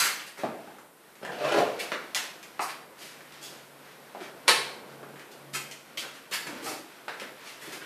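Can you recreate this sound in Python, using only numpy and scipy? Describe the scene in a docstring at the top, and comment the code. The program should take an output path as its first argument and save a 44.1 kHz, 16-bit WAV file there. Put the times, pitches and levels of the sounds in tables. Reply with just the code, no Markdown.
"""A bare room: someone in hard-soled slippers pushes a chair back, walks across, flips the light switch
and walks back. Contacts are short noisy pushes ringing resonances: soles click, wood knocks dully,
the switch snaps and bounces. Soles and chair legs rub, as grainy noise through resonances; clothes rustle
over a murmur, as coloured noise; a low sine hum comes and goes. Walls echo and a diffuse tail follows
each contact and rub; a small mono microphone adds hiss."""
import sys
import numpy as np
from scipy import signal
from scipy.fft import rfft, irfft, next_fast_len
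from scipy.io import wavfile
from scipy.ndimage import map_coordinates

SR = 44100
rng = np.random.default_rng(int(sys.argv[2]) if len(sys.argv) > 2 else 0)


def unload_audio(sound):
    """Save the sound as a 16-bit wav file, at the path given as the first command line argument."""
    columns = np.transpose(np.atleast_2d(sound))
    # keep every value between -1 and 1, then stretch to whole-number steps
    steps = np.round(np.clip(columns, -1, 1) * 32767)
    wavfile.write(sys.argv[1], SR, steps.astype(np.int16))


N = 346272

# Colour of microphone hiss, also of the airy treble of cloth. Each row: frequency in Hz, density in dB per Hz.
HISS_COLOUR = [(2000, -8), (5000, -12), (8000, 2), (13000, 3.5), (15000, -1.5)]
ROUGH = 0.4  # norm of the rough contact against a first touch of 1


def amp(db):
    """Gain of a level in dB."""
    return 10 ** (np.asarray(db) / 20)


def unit(x):
    """Scaled to rms 1."""
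    return x / np.sqrt(np.mean(x ** 2) + 1e-20)


def along(points, hz):
    """(Hz, value) points read on a log frequency axis."""
    point_hz, values = np.transpose(points)
    return np.interp(np.log(hz + 1), np.log(point_hz + 1), values)


def curves(rows):
    """One value per sample for each column after the time in seconds."""
    knots_s, *columns = np.transpose(rows)
    return [np.interp(np.arange(N) / SR, knots_s, column) for column in columns]


def wobble(rate_hz):
    """A smooth random curve, rate_hz knots a second."""
    knots = rng.standard_normal(int(N * rate_hz / SR) + 4)
    return map_coordinates(knots, [np.arange(N) * rate_hz / SR])


def filtered(x, response):
    """x through a complex response of frequency, padded so that the ringing does not wrap."""
    size = next_fast_len(len(x) + SR // 4)
    spectrum = rfft(x, size) * response(np.fft.rfftfreq(size, 1 / SR))
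    return irfft(spectrum, size)[:len(x)]


def body(modes, order=1):
    """Causal response of (Hz, width Hz, dB) resonances of alternating sign; higher order, steeper flanks."""
    def response(hz):
        total = 0
        for k, (mode_hz, width_hz, db) in enumerate(modes):
            resonance = 1j * hz * width_hz / (mode_hz ** 2 - hz ** 2 + 1j * hz * width_hz)
            total = total + (-1) ** k * amp(db) * resonance ** order
        return total
    return response


def noise(colour):
    """Noise of rms 1 with a given (Hz, dB per Hz) colour."""
    return unit(filtered(rng.standard_normal(N), lambda hz: amp(along(colour, hz))))


def rubbing(modes, grain_db, size=N):
    """Dense tiny slips, bunched into grains of a few ms, ring a body; rms 1."""
    grains = amp(grain_db * np.clip(wobble(350)[:size], -2, 2))
    return unit(filtered(rng.standard_normal(size) * grains, body(modes)))


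def add(track, start_s, sound):
    """Mixes a sound into the track from start_s."""
    part = track[max(round(start_s * SR), 0):][:len(sound)]
    part += sound[:len(part)]


def blow(modes, spread_s, order=1):
    """A hard first touch and a decaying rough contact ring a body; energy equals 5 ms at rms 1."""
    t = np.arange(SR // 20) / SR
    push = np.exp(-t / spread_s) * rng.standard_normal(len(t))
    push *= ROUGH / np.linalg.norm(push)
    push[0] = 1
    ring = filtered(push, body(modes, order=order))
    return ring / np.linalg.norm(ring) * np.sqrt(SR / 200)


def scuffs():
    """Soles slide: pressure swells and lets go, driving sole, grit and floor boards alike."""
    # Each row: start in seconds, level in dB, rise in seconds, fall in seconds, sole ring in Hz,
    # grit in dB over the ring, low rub in dB over the ring.
    slides = [(0, -27, 0.00085, 0.017, 1650, -2.5, -25), (.03, -34, 0.027, 0.016, 1560, -3.5, -24),
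              (.26, -49, 0.014, 0.011, 2020, -3, -12), (.377, -47, 0.0028, 0.038, 1570, -10, -1),
              (1.788, -39, .01, 0.019, 2220, -4.5, -29), (2.149, -34.5, 0.014, 0.01, 1630, -6, -24),
              (2.429, -56.5, .0051, .0068, 2110, -5, -13), (2.6, -40, 0.025, 0.01, 1120, -1, -20),
              (2.68, -42.5, 0.018, 0.0093, 1890, -7, -12), (2.978, -53.5, 0.045, 0.056, 2340, -1, -6),
              (3.409, -52.5, 0.024, 0.054, 3200, 1, -6), (4.21, -50, 0.0089, 0.02, 1830, -8, -13),
              (5.16, -59.5, 0.027, .038, 1480, -11, 2), (5.309, -56.5, 0.011, 0.011, 2500, -1, -4),
              (5.531, -38.5, 0.023, .011, 1710, -0.5, -15), (5.714, -51, 0.0035, 0.013, 2080, -6, -20),
              (5.971, -40.5, 0.0096, 0.014, 3270, 0, -8), (6.02, -45, 0.0063, 0.016, 1340, -26, -18),
              (6.13, -57.5, 0.022, 0.018, 1950, -3, -2), (6.31, -33.5, 0.036, .005, 1830, -4, -37),
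              (6.46, -45, 0.014, 0.013, 1740, -14, -0.5), (6.617, -47.5, 0.078, 0.024, 2210, 2.5, -0.5),
              (6.651, -44, 0.019, .024, 730, -20, -27), (7.2, -46, 0.018, .0077, 1610, -9, -21),
              (7.437, -53.5, 0.038, 0.047, 2620, -3, -12), (7.6, -53, 0.026, 0.12, 1600, -4, -4.5),
              (7.719, -44.5, 0.01, 0.016, 2250, -6.5, -8.5), (7.798, -50, .025, 0.033, 1450, -26, -18)]
    # Modes of a sliding sole. Each row: multiple of its ring, width as a multiple of the ring, level in dB.
    sole_modes = [(1, .45, 6.5), (2.3, 1.2, -4)]
    # Dust under the sole. Each row: frequency in Hz, width in Hz, level in dB.
    grit_modes = [(4500, 1100, 11), (8470, 4600, 8), (13400, 6000, 3)]
    # The floor boards. Each row: frequency in Hz, width in Hz, level in dB.
    board_modes = [(300, 154, 1), (685, 870, -6)]
    sole, grit, boards = np.zeros((3, N))
    t = np.arange(SR // 4) / SR
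    for start_s, db, rise_s, fall_s, ring_hz, grit_db, low_db in slides:
        pressure = np.where(t < rise_s, (t / rise_s) ** 0.56, np.exp((rise_s - t) / fall_s))
        modes = [(ring_hz * k, ring_hz * width, mode_db) for k, width, mode_db in sole_modes]
        add(sole, start_s, amp(db) * pressure * rubbing(modes, grain_db=3.0, size=len(t)))
        add(grit, start_s, amp(db + grit_db) * pressure)
        add(boards, start_s, amp(db + low_db) * pressure)
    return sole + grit * rubbing(grit_modes, grain_db=3.5) + boards * rubbing(board_modes, grain_db=1.5)


def murmur_and_cloth():
    """Coloured noises: unsteady murmur of the house, and rustle whose airy treble varies less."""
    # The person moving. Each row: time in seconds, cloth rustle in dB, room murmur in dB.
    moving = [(0, -35, -50), (.26, -54.5, -54.5), (.61, -55.5, -57), (.95, -60.5, -58),
              (1.27, -57.5, -57.5), (1.57, -39, -52), (1.73, -47, -56), (2.16, -51.5, -53),
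              (2.9, -58.5, -55.5), (3.21, -52, -53.5), (3.93, -55, -54), (4.66, -53.5, -49),
              (4.85, -54, -50), (5.93, -57.5, -53.5), (6.34, -58, -57.5), (6.58, -45.5, -44.5),
              (6.84, -54.5, -55), (7.85, -50, -55)]
    # Each row: frequency in Hz, density in dB per Hz.
    murmur_colour = [(12, -55), (20, -37), (97, -18.5), (136, -8.5), (167, -3), (444, 0.5), (555, 0.5),
                     (1080, -7), (1200, -10.5), (1560, -6), (2640, -120)]
    # Each row: frequency in Hz, density in dB per Hz.
    cloth_colour = [(400, -24), (900, -1.5), (1900, -1), (3200, -6), (5500, -11.5), (9000, -22),
                    (15000, -70)]
    cloth_db, murmur_db = curves(moving)
    sheen_db = -62.5 + 0.5 * (cloth_db + 55)
    murmur = amp(murmur_db + 1.5 * wobble(11)) * noise(murmur_colour)
    cloth = amp(cloth_db + 1.8 * wobble(12)) * noise(cloth_colour)
    return murmur + cloth + amp(sheen_db) * noise(HISS_COLOUR)


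def hum():
    """A sine of wavering pitch that comes and goes."""
    # Each row: time in seconds, peak level in dB.
    hum_levels = [(0, -55), (.3, -84), (2.86, -68.5), (3.5, -61.5), (4.26, -66), (4.4, -67), (4.63, -52.5),
                  (4.81, -73), (4.94, -56.5), (5.14, -56), (5.33, -72), (5.46, -52.5), (5.6, -50.5),
                  (5.93, -72), (6.12, -63.5), (6.25, -77), (7.45, -72), (7.85, -65)]
    centre_hz, waver_hz = 141, 1.42
    turns = np.cumsum(centre_hz + waver_hz * wobble(6)) / SR
    return amp(curves(hum_levels)[0]) * np.sin(2 * np.pi * turns)


def clicks():
    """Sharp contacts of soles and things: each rings at its own pitch and cracks in the treble."""
    # Each row: start in seconds, level in dB, ring in Hz, treble in dB over the ring.
    contacts = [(0.197, -41.5, 1870, -21), (0.375, -49, 1140, -27), (0.4513, -38, 904, -40),
                (0.676, -68, 1190, -33), (0.7851, -52, 1150, -15), (1.155, -56, 1670, -15),
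                (1.2504, -39.5, 1370, -23), (1.5617, -35, 1240, -43), (1.9189, -30.5, 1600, -54),
                (2.1477, -27.5, 3030, -7.5), (2.4295, -47.5, 2163, -9), (2.594, -31.5, 1400, -46),
                (2.681, -47.5, 1950, -35), (3.207, -51, 1670, -33), (3.3233, -52.5, 3900, -36),
                (4.2051, -47.5, 1500, -45), (5.0301, -48.5, 1130, -50), (5.1584, -49.5, 1330, -37),
                (5.196, -48, 1570, -21), (5.538, -40, 2290, -27), (5.5503, -37, 1830, -24),
                (5.713, -43.5, 2700, -8), (5.9746, -36.5, 2340, -33), (6.256, -53.5, 1510, -35),
                (6.316, -44, 1740, -23), (6.342, -45, 1727, -32), (6.4704, -42, 1670, -9),
                (7.0823, -34.5, 1460, -56), (7.199, -40, 1870, -18), (7.226, -48, 1440, -30),
                (7.7296, -46, 1520, -25)]
    width_ratio, crack_hz, crack_width_hz = 1.05, 7360, 7000  # ring width over pitch; treble crack
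    out = np.zeros(N)
    for start_s, db, ring_hz, treble_db in contacts:
        modes = [(ring_hz, width_ratio * ring_hz, 0), (crack_hz, crack_width_hz, treble_db)]
        add(out, start_s, amp(db) * blow(modes, spread_s=0.0015, order=2))
    return out


def knocks():
    """Dull contacts on wood: each rings at its own pitch and thuds in the boards; treble softened."""
    # Each row: start in seconds, level in dB before softening, ring in Hz, thud in dB over the ring.
    contacts = [(0.39, -49, 480, -6), (0.435, -26.5, 660, -4.5), (0.675, -43.5, 810, -7),
                (1.215, -46, 300, -12), (1.231, -44, 320, -13), (1.919, -34.5, 480, -16),
                (2.156, -39.5, 805, -28), (2.595, -30, 754, -22), (4.149, -37, 653, -9.5),
                (4.209, -42, 337, -24), (5.029, -49, 480, -10), (5.136, -48.5, 520, -2),
                (5.533, -46, 380, -3), (6.049, -46, 570, -11), (6.315, -43.5, 516, -10),
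                (6.475, -44, 268, -12), (6.527, -42.5, 299, -13), (6.633, -39, 370, -8),
                (7.08, -39.5, 630, -9.5), (7.218, -40.5, 494, -9.5), (7.675, -43, 334, -12)]
    width_ratio, thud_hz, thud_width_hz, soft_hz = 0.38, 192, 110, 1490  # ring width over pitch; thud; cutoff
    out = np.zeros(N)
    for start_s, db, ring_hz, thud_db in contacts:
        modes = [(thud_hz, thud_width_hz, thud_db), (ring_hz, width_ratio * ring_hz, 0)]
        add(out, start_s, amp(db) * blow(modes, spread_s=0.0034))
    return filtered(out, lambda hz: 1 / (1 + 1j * hz / soft_hz))


def chair():
    """The legs stick and slip unevenly, shaking the frame, leg tips and dust below."""
    # Legs dragging. Each row: time in seconds, level in dB before the judder.
    drag = [(1.19, -70), (1.234, -43.5), (1.252, -64), (1.268, -48.5), (1.366, -46.5), (1.558, -32),
            (1.572, -27.5), (1.674, -55), (1.85, -66)]
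    # Each row: frequency in Hz, width in Hz, level in dB.
    frame_modes = [(133, 16.3, -14), (206, 32, -9), (312, 48, -4), (470, 93, -3), (570, 83, 0),
                   (713, 103, -0.5)]
    # Leg tips. Each row: frequency in Hz, width in Hz, level in dB.
    tip_modes = [(1090, 400, 2.5), (1710, 640, -2)]
    # Grit under the legs. Each row: frequency in Hz, width in Hz, level in dB.
    dust_modes = [(2560, 890, 2.5), (4860, 3300, -8.5), (9000, 1500, -13)]
    tips_db = -7  # over the frame
    level_db, = curves(drag)
    t = np.arange(N) / SR
    dragging = (t > drag[0][0]) * (t < drag[-1][0])
    judder = amp(3.04 * np.clip(wobble(90), -3, 1.5)) * dragging
    legs = rubbing(frame_modes, grain_db=1.5) + amp(tips_db) * rubbing(tip_modes, grain_db=6.5)
    dust_db = -57 + 0.82 * (level_db + 48)  # grows more slowly than the drag
    return judder * (amp(level_db) * legs + amp(dust_db) * rubbing(dust_modes, grain_db=8.0))


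def switch():
    """The rocker rubs ever harder, lets go, snaps over, lands and bounces; the wall plate rings each time."""
    # Rocker lets go, snaps over, lands. Each row: start in seconds, level in dB.
    strikes = [(4.4781, -35.5), (4.4807, -16), (4.4863, -20)]
    # The wall plate. Each row: frequency in Hz, width in Hz, level in dB.
    plate_modes = [(435, 106, 0), (1006, 217, 5), (2200, 960, 2.5), (4400, 1500, -0.5), (9000, 3000, -8),
                   (12300, 3200, -17.5)]
    creep_s, creep_db = 0.0022, -24  # time constant; level reached at the snap
    bounce_s, loss_db = 0.0046, 8  # time between bounces; loss per bounce
    out = np.zeros(N)
    t = np.arange(-SR // 50, 0) / SR  # time before the snap
    snap_s = strikes[1][0]
    creep = np.exp(t / creep_s) * rubbing(plate_modes[:4], grain_db=-1, size=len(t))
    add(out, snap_s + t[0], amp(creep_db) * creep)
    land_s, land_db = strikes[-1]
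    bounces = [(land_s + k * bounce_s, land_db - k * loss_db) for k in range(1, 4)]
    for start_s, db in [*strikes, *bounces]:
        add(out, start_s, amp(db) * blow(plate_modes, spread_s=0.0019))
    return out


def room(x, wet_db, build_s, scatter):
    """Wall echoes, then a diffuse tail with frequency-dependent decay; both redrawn every 1/12 s."""
    # Decay. Each row: frequency in Hz, t60 in seconds.
    decay = [(150, 0.74), (500, 0.71), (1000, 0.58), (3000, 0.55), (6000, 0.5), (10000, 0.45),
             (14000, 0.51)]
    # First echoes. Each row: delay in seconds before scatter, level in dB.
    walls = [(.0052, -7), (.0098, -10.5), (0.0147, -12.5), (0.0203, -12), (0.024, -13), (0.029, -16)]
    early_db, early_s = 3, 0.03  # dense scatter from near furniture: over the tail; time constant
    size = SR // 12
    t = np.arange(SR) / SR
    swell = (1 - np.exp(-t / build_s)) * amp(early_db * np.exp(-t / early_s))  # reflections pile up
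    out = np.zeros(N)
    for start in range(0, N, size):
        hz, frames_s, z = signal.stft(rng.standard_normal(SR + 256), SR, nperseg=256)
        fade = amp(-60 * frames_s / along(decay, hz)[:, None])
        tail = swell * signal.istft(z * fade, SR, nperseg=256)[1][:SR]
        tail *= amp(wet_db) / np.linalg.norm(tail)
        for delay_s, db in walls:
            shifted_s = delay_s * (1 + scatter * rng.uniform(-1, 1))
            tail[round(shifted_s * SR)] += amp(db)
        add(out, start / SR, signal.fftconvolve(x[start:start + size], tail))
    return x + out


def boom(x):
    """The lowest room mode rings on."""
    # Each row: frequency in Hz, width in Hz, level in dB.
    boom_modes = [(136.6, 5.9, 19.5)]
    return filtered(x, body(boom_modes))


def scene():
    """Near sounds through room and bass cut, plus background; the same in both channels."""
    near = scuffs() + clicks() + knocks() + chair() + switch()
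    heard = room(near, wet_db=7.0, build_s=0.00088, scatter=0.06) + boom(near)
    # the microphone takes little bass from the air
    thin = filtered(heard, lambda hz: (1j * hz / (110 + 1j * hz)) ** 2)
    return np.tile(thin + murmur_and_cloth() + hum(), (2, 1))


def record(dry):
    """One microphone feeds both channels: it adds hiss, then a sharp band limit."""
    hiss_db, top_hz = -64.5, 14660
    mono = filtered(dry[0] + amp(hiss_db) * noise(HISS_COLOUR), lambda hz: hz < top_hz)
    return np.array([mono, mono])


dry = scene()
out = record(dry)
unload_audio(out)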